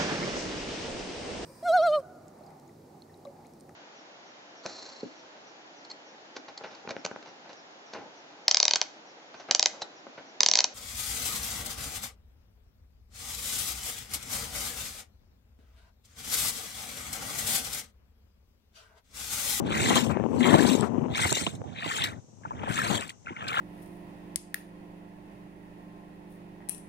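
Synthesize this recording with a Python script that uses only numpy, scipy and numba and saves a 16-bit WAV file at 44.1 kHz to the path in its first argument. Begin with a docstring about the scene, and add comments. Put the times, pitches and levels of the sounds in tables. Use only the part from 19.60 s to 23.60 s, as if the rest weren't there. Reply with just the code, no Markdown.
"""A tidal flat, heard close up on a hand-held phone: someone wades ankle deep, a step about every 0.75 s.
Each foot shoves water aside (a slosh of bubbles) and throws a spray of droplets and wet sand;
bright drops tick as it lifts, and trapped air plops between steps. Wind buffets the phone's two
microphone ports, mostly the left one, and eases after a second and a half."""
import sys
import numpy as np
from scipy import signal
from scipy.fft import rfft, irfft
from scipy.io import wavfile
from scipy.ndimage import map_coordinates
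from numba import njit

SR = 44100
rng = np.random.default_rng(int(sys.argv[2]) if len(sys.argv) > 2 else 0)


def dump_mix(stems):
    """Bounce the given channels to the path in sys.argv[1] as a 16-bit WAV at rate SR."""
    frames = np.atleast_2d(stems).T  # one column per channel
    limited = np.clip(frames, -1, 1)  # hard clip at full scale
    pcm = np.round(limited * 32767).astype(np.int16)
    wavfile.write(sys.argv[1], SR, pcm)


N = 176400

# Wind strength at each port. Each row: time in seconds, level in dB.
WIND_LEFT = [(0, -23.5), (.12, -29.5), (.34, -24), (.68, -24), (.85, -18.5), (1.1, -15), (1.25, -26),
             (1.46, -22.5), (1.56, -38.5), (2.0, -47.5), (2.36, -55), (2.55, -38.5), (2.68, -59),
             (3.08, -34.5), (3.36, -32.5), (3.58, -59.5), (4.0, -44)]
WIND_RIGHT = [(0.0, -35), (0.28, -26), (0.58, -54), (0.76, -33), (1.14, -47.5), (1.66, -32.5),
              (2.24, -46.5), (2.44, -38.5), (2.66, -61.5), (2.78, -64), (2.9, -41), (3.26, -42), (3.6, -67),
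              (3.7, -45.5), (4.0, -45)]
# Water shoved by each foot. Each row: start and end of the full stroke in seconds,
# level at each of the two in dB, rise in dB per second, gurgle pitch in Hz.
SLOSH_STROKES = [(.12, .38, -27.5, -29, 350, 1848), (.51, .62, -42, -49, 700, 1183),
                 (.835, 1.12, -25, -35.5, 594, 1802), (1.57, 1.86, -26, -42, 378, 1748),
                 (2.23, 2.445, -32, -29, 168.5, 1920), (2.842, 2.92, -55, -52.5, 897, 1170),
                 (3.10, 3.42, -30, -35.5, 171, 1405), (3.685, 3.72, -37, -46, 695, 1218),
                 (3.81, 4.0, -38.5, -26, 296, 1344)]
# Spray thrown by each foot. Each row: start and end of the full stroke in seconds,
# level at each of the two in dB, rise in dB per second, fizz level in dB.
SPRAY_STROKES = [(.16, .375, -31.5, -26, 278, 3), (.86, 1.12, -33, -28, 171, 1.5),
                 (1.58, 1.81, -27.5, -31, 496, 5), (2.27, 2.385, -38, -32.5, 278, 1.5),
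                 (3.125, 3.345, -34.5, -29.5, 312, -3.5), (3.9, 4.0, -48, -36, 165, -5)]
# Eddies hitting the ports. Each row: start in seconds, decay in seconds, level in dB, left minus right in dB.
EDDY_HITS = [(0.302, 0.017, -22, 8.5), (0.355, 0.023, -25.5, 17), (0.494, 0.018, -34, 20.5),
             (0.85, 0.13, -32, 17.5), (0.927, 0.011, -33.5, 38.5), (1.222, 0.024, -32.5, 21),
             (1.592, 0.0035, -22, -7.5), (1.649, 0.01, -25.5, -2), (1.719, 0.0039, -24, -23.5),
             (1.767, 0.0037, -25, -15.5), (1.865, 0.0067, -27, -14), (2.259, 0.0061, -32.5, -19),
             (3.033, 0.0044, -28.5, 18), (3.297, 0.048, -36.5, 19.5)]
# Thrown water landing. Each row: start in seconds, decay in seconds, level in dB.
WATER_SLAPS = [(0.354, 0.027, -8.5), (2.437, 0.014, -10), (3.493, 0.0087, -20.5), (3.88, 0.013, -23)]
# Wind popping on the left port. Each row: start in seconds, level in dB.
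WIND_POPS = [(.571, 3.5), (0.599, 0), (0.639, 2), (.992, -5), (1.18, 2), (1.42, -13), (2.017, -8)]
# Plops of trapped air. Each row: start in seconds, pitch in Hz, level in dB.
AIR_PLOPS = [(.807, 1990, -22.5), (.94, 910, -3.5), (1.549, 3480, -19.5), (1.648, 119, -17.5),
             (1.866, 2840, -14), (2.04, 740, -28.5), (2.161, 2140, -31.5), (2.224, 1770, -23),
             (2.42, 3370, -16.5), (2.442, 1896, -16.5), (2.836, 1584, -40.5), (2.851, 886, -22),
             (2.908, 944, -20.5), (3.075, 800, -20.5), (3.189, 1260, -14), (3.217, 1514, -19),
             (3.492, 2370, -29.5), (3.661, 2540, -35.5), (3.67, 1430, -25.5), (3.687, 1390, -30),
             (3.706, 326, -28.5), (3.765, 2130, -26), (3.808, 1640, -28.5), (3.881, 3520, -24),
             (3.943, 1373, -19.5), (3.971, 1310, -13.5), (3.991, 1050, -11.5)]
# Drops flicked off the foot. Each row: start in seconds, level in dB.
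FLICKED_DROPS = [(1.14, -22), (1.209, -13), (1.727, -1.5), (1.952, -29.5), (3.158, -16), (3.41, -16.5),
                 (3.479, -25), (3.502, -40)]
# The tone of each source at the microphone. Each row: frequency in Hz, relative gain in dB.
RUMBLE_TONE = [(25, -28.5), (50, -21.5), (75, -6.5), (105, 0.5), (240, -3.5), (400, -13.5), (800, -17),
               (4000, -66.5)]
BUFFET_TONE = [(40, -43.5), (100, -18.5), (200, 0.5), (380, -0.5), (650, -13.5), (1000, -13), (1500, -33),
               (3000, -36), (5000, -72.5)]
AIR_TONE = [(30, -36.5), (100, 26), (300, 11.5), (900, 8), (1500, -4), (4700, -4.5), (6100, 10),
            (8500, -1.5), (9500, -20), (15000, -21.5)]
SLOSH_TONE = [(200, -8.5), (600, -7.5), (1100, 2), (2000, -6), (3800, -4.5), (4700, -20.5), (9000, -64.5)]
SPRAY_TONE = [(500, -46), (1500, -10), (3000, 2), (4000, 1.5), (4850, -11), (5500, -7.5), (8100, 0),
              (9300, -11), (12000, -12), (15000, -16), (16000, -41)]
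EDDY_TONE = [(30, -49), (100, -6.5), (240, 4.5), (450, -2.5), (1000, -3.5), (2000, -19), (8000, -50)]
POP_TONE = [(90, -28), (500, 10), (3000, -26.5), (4600, -46), (9000, -86)]
# The right port's off-axis response to the water. Each row: frequency in Hz, relative gain in dB.
OFF_AXIS_TONE = [(200, 3), (4000, 3.5), (4800, 11.5), (6200, -5), (8000, -5.5), (9100, 5), (10200, -35.5),
                 (11300, -6.5)]

RUMBLE_DB, BUFFET_DB, HOLLOW_DB, EDDY_DB, AIR_LEFT_DB, AIR_RIGHT_DB = 0, -1.5, -4.5, 5.5, -59, -62.5
CHURN_DB, GURGLE_DB, SPRAY_DB, FIZZ_DB, SLAP_DB, PLOP_DB = -9.5, -7, -5.5, -6.5, -14, 1
BREAK_DB, BREAK_WIDTH_DB = -29.5, 4.5  # wind strength at which smooth rumble breaks into buffeting
HOLLOW_HZ, HOLLOW_WIDTH_HZ, HOLLOW_WANDER = 241.2, 44, .0594
FLIGHT_S, LANDED_DB_PER_S = .15, 596  # the last drops land this long after a stroke; the sound stops short
PORT_LAG_S = .000482  # the water is heard this much later at the right port
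TIME = np.arange(N) / SR


def undb(db):
    """Decibels to amplitude."""
    return 10 ** (np.asarray(db) / 20)


def unit(x):
    """Scale to an RMS of one."""
    return x / np.sqrt(np.mean(x ** 2) + 1e-18)


def colour(x, tone):
    """Causal filter through (Hz, dB) points, keeping the power of white noise."""
    hz, db = np.array(tone, float).T
    size = 2 ** 18
    bin_hz = np.arange(size // 2 + 1) * SR / size
    gain = unit(undb(np.interp(np.log(bin_hz + 1), np.log(hz), db)))
    cepstrum = irfft(np.log(gain))
    cepstrum[1:size // 2] *= 2  # fold to minimum phase
    cepstrum[size // 2 + 1:] = 0
    return irfft(rfft(x, size) * np.exp(rfft(cepstrum)), size)[..., :N]


def wander(rate_hz):
    """Smooth random wandering with unit spread."""
    return unit(map_coordinates(rng.standard_normal(8192), [TIME * rate_hz], order=2, mode="wrap"))


def burst(start, decay_s, attack_s):
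    """Quick rise and exponential decay."""
    age = np.maximum(TIME - start, 0)
    return (1 - np.exp(-age / attack_s)) * np.exp(-age / decay_s)


def wind(strength):
    """Turbulence right on one port: rumble in light air, brighter buffets and a hollow ring in a gust."""
    db = np.interp(TIME, *np.array(strength, float).T)
    broken = .5 + .5 * np.tanh((db - BREAK_DB) / BREAK_WIDTH_DB / 2)
    rumble = colour(rng.standard_normal(N) * undb(3.83 * wander(60)), RUMBLE_TONE)
    ragged = rng.standard_normal(N) * undb(2 * wander(130) + 5.24 * wander(700))
    buffet = colour(unit(ragged), BUFFET_TONE)
    phase = 2 * np.pi * np.cumsum(HOLLOW_HZ * (1 + HOLLOW_WANDER * wander(11))) / SR
    hollow = unit(wander(HOLLOW_WIDTH_HZ) * np.cos(phase) + wander(HOLLOW_WIDTH_HZ) * np.sin(phase))
    return undb(db) * (undb(HOLLOW_DB) * broken * hollow
                       + undb(RUMBLE_DB) * np.sqrt(1 - broken) * rumble
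                       + undb(BUFFET_DB) * np.sqrt(broken) * buffet)


def open_air():
    """The bed of the flat: faint steady hiss over a low murmur."""
    return colour(rng.standard_normal((2, N)), AIR_TONE) * undb([[AIR_LEFT_DB], [AIR_RIGHT_DB]])


@njit
def bubbles(start, hz, cycles, size, glide):
    """Each bubble is a sine that swells fast, decays over `cycles` and meanwhile rises by `glide`."""
    out = np.zeros(N)
    for k in range(len(start)):
        first = int(start[k] * SR) + 1
        for i in range(max(first, 0), min(N, first + int(6 * cycles[k] / hz[k] * SR))):
            turns = (i / SR - start[k]) * hz[k]
            envelope = np.exp(-turns / cycles[k]) * (1 - np.exp(-2 * turns))
            phase = 2 * np.pi * turns * (1 + .5 * glide * turns / cycles[k])
            out[i] += size[k] * envelope * np.sin(phase)
    return out


def swarm(low_hz, high_hz, cycles, spread_db, scatter_s, glide, count):
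    """A steady swarm of bubbles of unequal size, each reaching the right port a little later."""
    when, pitch, rank, life, place = rng.random((count, 5)).T
    low, high = (np.broadcast_to(edge, N)[(when * N).astype(int)] for edge in (low_hz, high_hz))
    hz = low + (high - low) * pitch
    db = -spread_db * np.log(np.maximum(rank, .02))
    size = undb(db) * np.sqrt(hz) * rng.choice([-1., 1.], count)
    start = when * N / SR
    lags = (0, PORT_LAG_S + scatter_s * (2 * place - 1))
    return np.array([unit(bubbles(start + lag, hz, cycles * (.5 + life), size, glide)) for lag in lags])


def stroke_envelope(strokes, fall_db_per_s):
    """Each stroke of a foot rises, holds, dies away and stops once the last drops have landed."""
    envelope = np.zeros(N)
    for start, end, start_db, end_db, rise_db_per_s, _ in strokes:
        db = np.interp(TIME, [start, end], [start_db, end_db])
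        db -= rise_db_per_s * np.maximum(start - TIME, 0)
        db -= fall_db_per_s * np.maximum(TIME - end, 0)
        db -= LANDED_DB_PER_S * np.maximum(TIME - end - FLIGHT_S, 0)
        envelope += undb(db)
    return envelope


def held(strokes):
    """The last column of a stroke table, held through each stroke and sliding between them."""
    rows = np.array(strokes, float)
    return np.interp(TIME, rows[:, :2].ravel(), np.repeat(rows[:, -1], 2))


def clumps(x, bands=40, rate_hz=32, depth_db=3.3):
    """Bubbles of like size come in clumps: each narrow band flares and fades on its own."""
    band_of_bin = np.sqrt(np.arange(N // 2 + 1) / (N // 2)) * (bands - 1)
    flares = undb(depth_db * rng.standard_normal((bands, N * rate_hz // SR + 2)))
    spectrum = rfft(x)
    out = np.zeros_like(x)
    for k, flare in enumerate(flares):
        band = irfft(spectrum * np.maximum(1 - abs(band_of_bin - k), 0), N)
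        out += band * np.interp(TIME * rate_hz, np.arange(len(flare)), flare)
    return out / np.mean(flares)


def slosh():
    """The moving foot churns up short bubbles, with a gurgle of longer ones near one wavering pitch."""
    hz = held(SLOSH_STROKES) * (1 + .08 * wander(30))
    churn = swarm(423., hz * 2.42, cycles=4.16, spread_db=2, scatter_s=6e-5, glide=.037, count=6000)
    gurgle = swarm(hz * .76, hz * 1.3, cycles=7.9, spread_db=3.5, scatter_s=3e-5, glide=.0075, count=1400)
    water = colour(churn, SLOSH_TONE) * undb(CHURN_DB + 2 * wander(45)) + gurgle * undb(GURGLE_DB)
    return water * stroke_envelope(SLOSH_STROKES, fall_db_per_s=231.5)


def spray():
    """Droplets and wet sand patter over a fizz of fine bubbles; now and then a sheet of water slaps down."""
    drops = swarm(900., 15500., cycles=9, spread_db=2.8, scatter_s=7e-5, glide=.04, count=24000)
    fizz = swarm(5200., 8800., cycles=14, spread_db=3, scatter_s=7e-5, glide=.01, count=6000)
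    sheet = swarm(900., 15500., cycles=3, spread_db=1, scatter_s=6e-5, glide=.03, count=24000)
    throws = stroke_envelope(SPRAY_STROKES, fall_db_per_s=147) * undb(SPRAY_DB + 2 * wander(90))
    patter = (drops + fizz * undb(held(SPRAY_STROKES) + FIZZ_DB)) * throws
    slaps = sum(undb(db + SLAP_DB) * burst(start, decay, attack_s=.0008)
                for start, decay, db in WATER_SLAPS)
    return colour(patter + sheet * slaps, SPRAY_TONE)


def eddies():
    """Short thuds of air on the microphone, each mostly on one port."""
    push = sum(undb(db + EDDY_DB + np.array([[pan], [-pan]]) / 2) * burst(start, decay, attack_s=.003)
               for start, decay, db, pan in EDDY_HITS)
    return colour(push * rng.standard_normal((2, N)), EDDY_TONE)


def wind_pops():
    """Sudden drops of pressure at the windward left port."""
    start, db = np.array(WIND_POPS, float).T
    kicks = np.bincount((start * SR).astype(int), -undb(db), N)
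    return np.array([colour(kicks, POP_TONE), np.zeros(N)])


def plops():
    """Trapped air rings as one bubble, and two quieter ones follow within milliseconds."""
    at, hz, db = np.array(AIR_PLOPS, float).T
    delay, detune, softer = rng.random((len(at), 2, 3)).transpose(2, 0, 1)
    start = np.column_stack([at, at[:, None] + .013 * delay]).ravel()
    pitch = np.column_stack([hz, hz[:, None] * 2 ** (1.3 * (detune - .5))]).ravel()
    size = undb(np.column_stack([db, db[:, None] - 3 - 9 * softer]).ravel() + PLOP_DB)
    cycles = 5.5 * np.sqrt(pitch / 2000)
    return np.array([bubbles(start + lag, pitch, cycles, size, glide=.035) for lag in (0, PORT_LAG_S)])


def flicked_drops():
    """A lone drop off the foot hits the water: a bright tick, with one an octave lower just after."""
    start, db = np.array(FLICKED_DROPS, float).T
    hz = 7640 * (1 + .059 * rng.standard_normal(len(start)))
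    cycles = np.full(len(start), 3.8)
    return np.array([bubbles(start + lag, hz, cycles, undb(db), glide=0.)
                     + bubbles(start + lag + .00107, hz / 2, cycles, undb(db - 16), glide=0.)
                     for lag in (0, PORT_LAG_S)])


def scene():
    """Water below, wind on the microphone; the right port faces away from the feet and hears them duller."""
    left, right = clumps(slosh()) + clumps(spray()) + plops() + flicked_drops()
    water = np.array([left, colour(right, OFF_AXIS_TONE) * undb(-6)])
    gusts = np.array([wind(WIND_LEFT), wind(WIND_RIGHT)])
    return water + gusts + eddies() + wind_pops() + open_air()


def record(dry):
    """The phone cuts the top steeply above 15.4 kHz."""
    return signal.sosfilt(signal.ellip(8, .2, 80, 15400, fs=SR, output="sos"), dry)


dry = scene()
out = record(dry)
dump_mix(out)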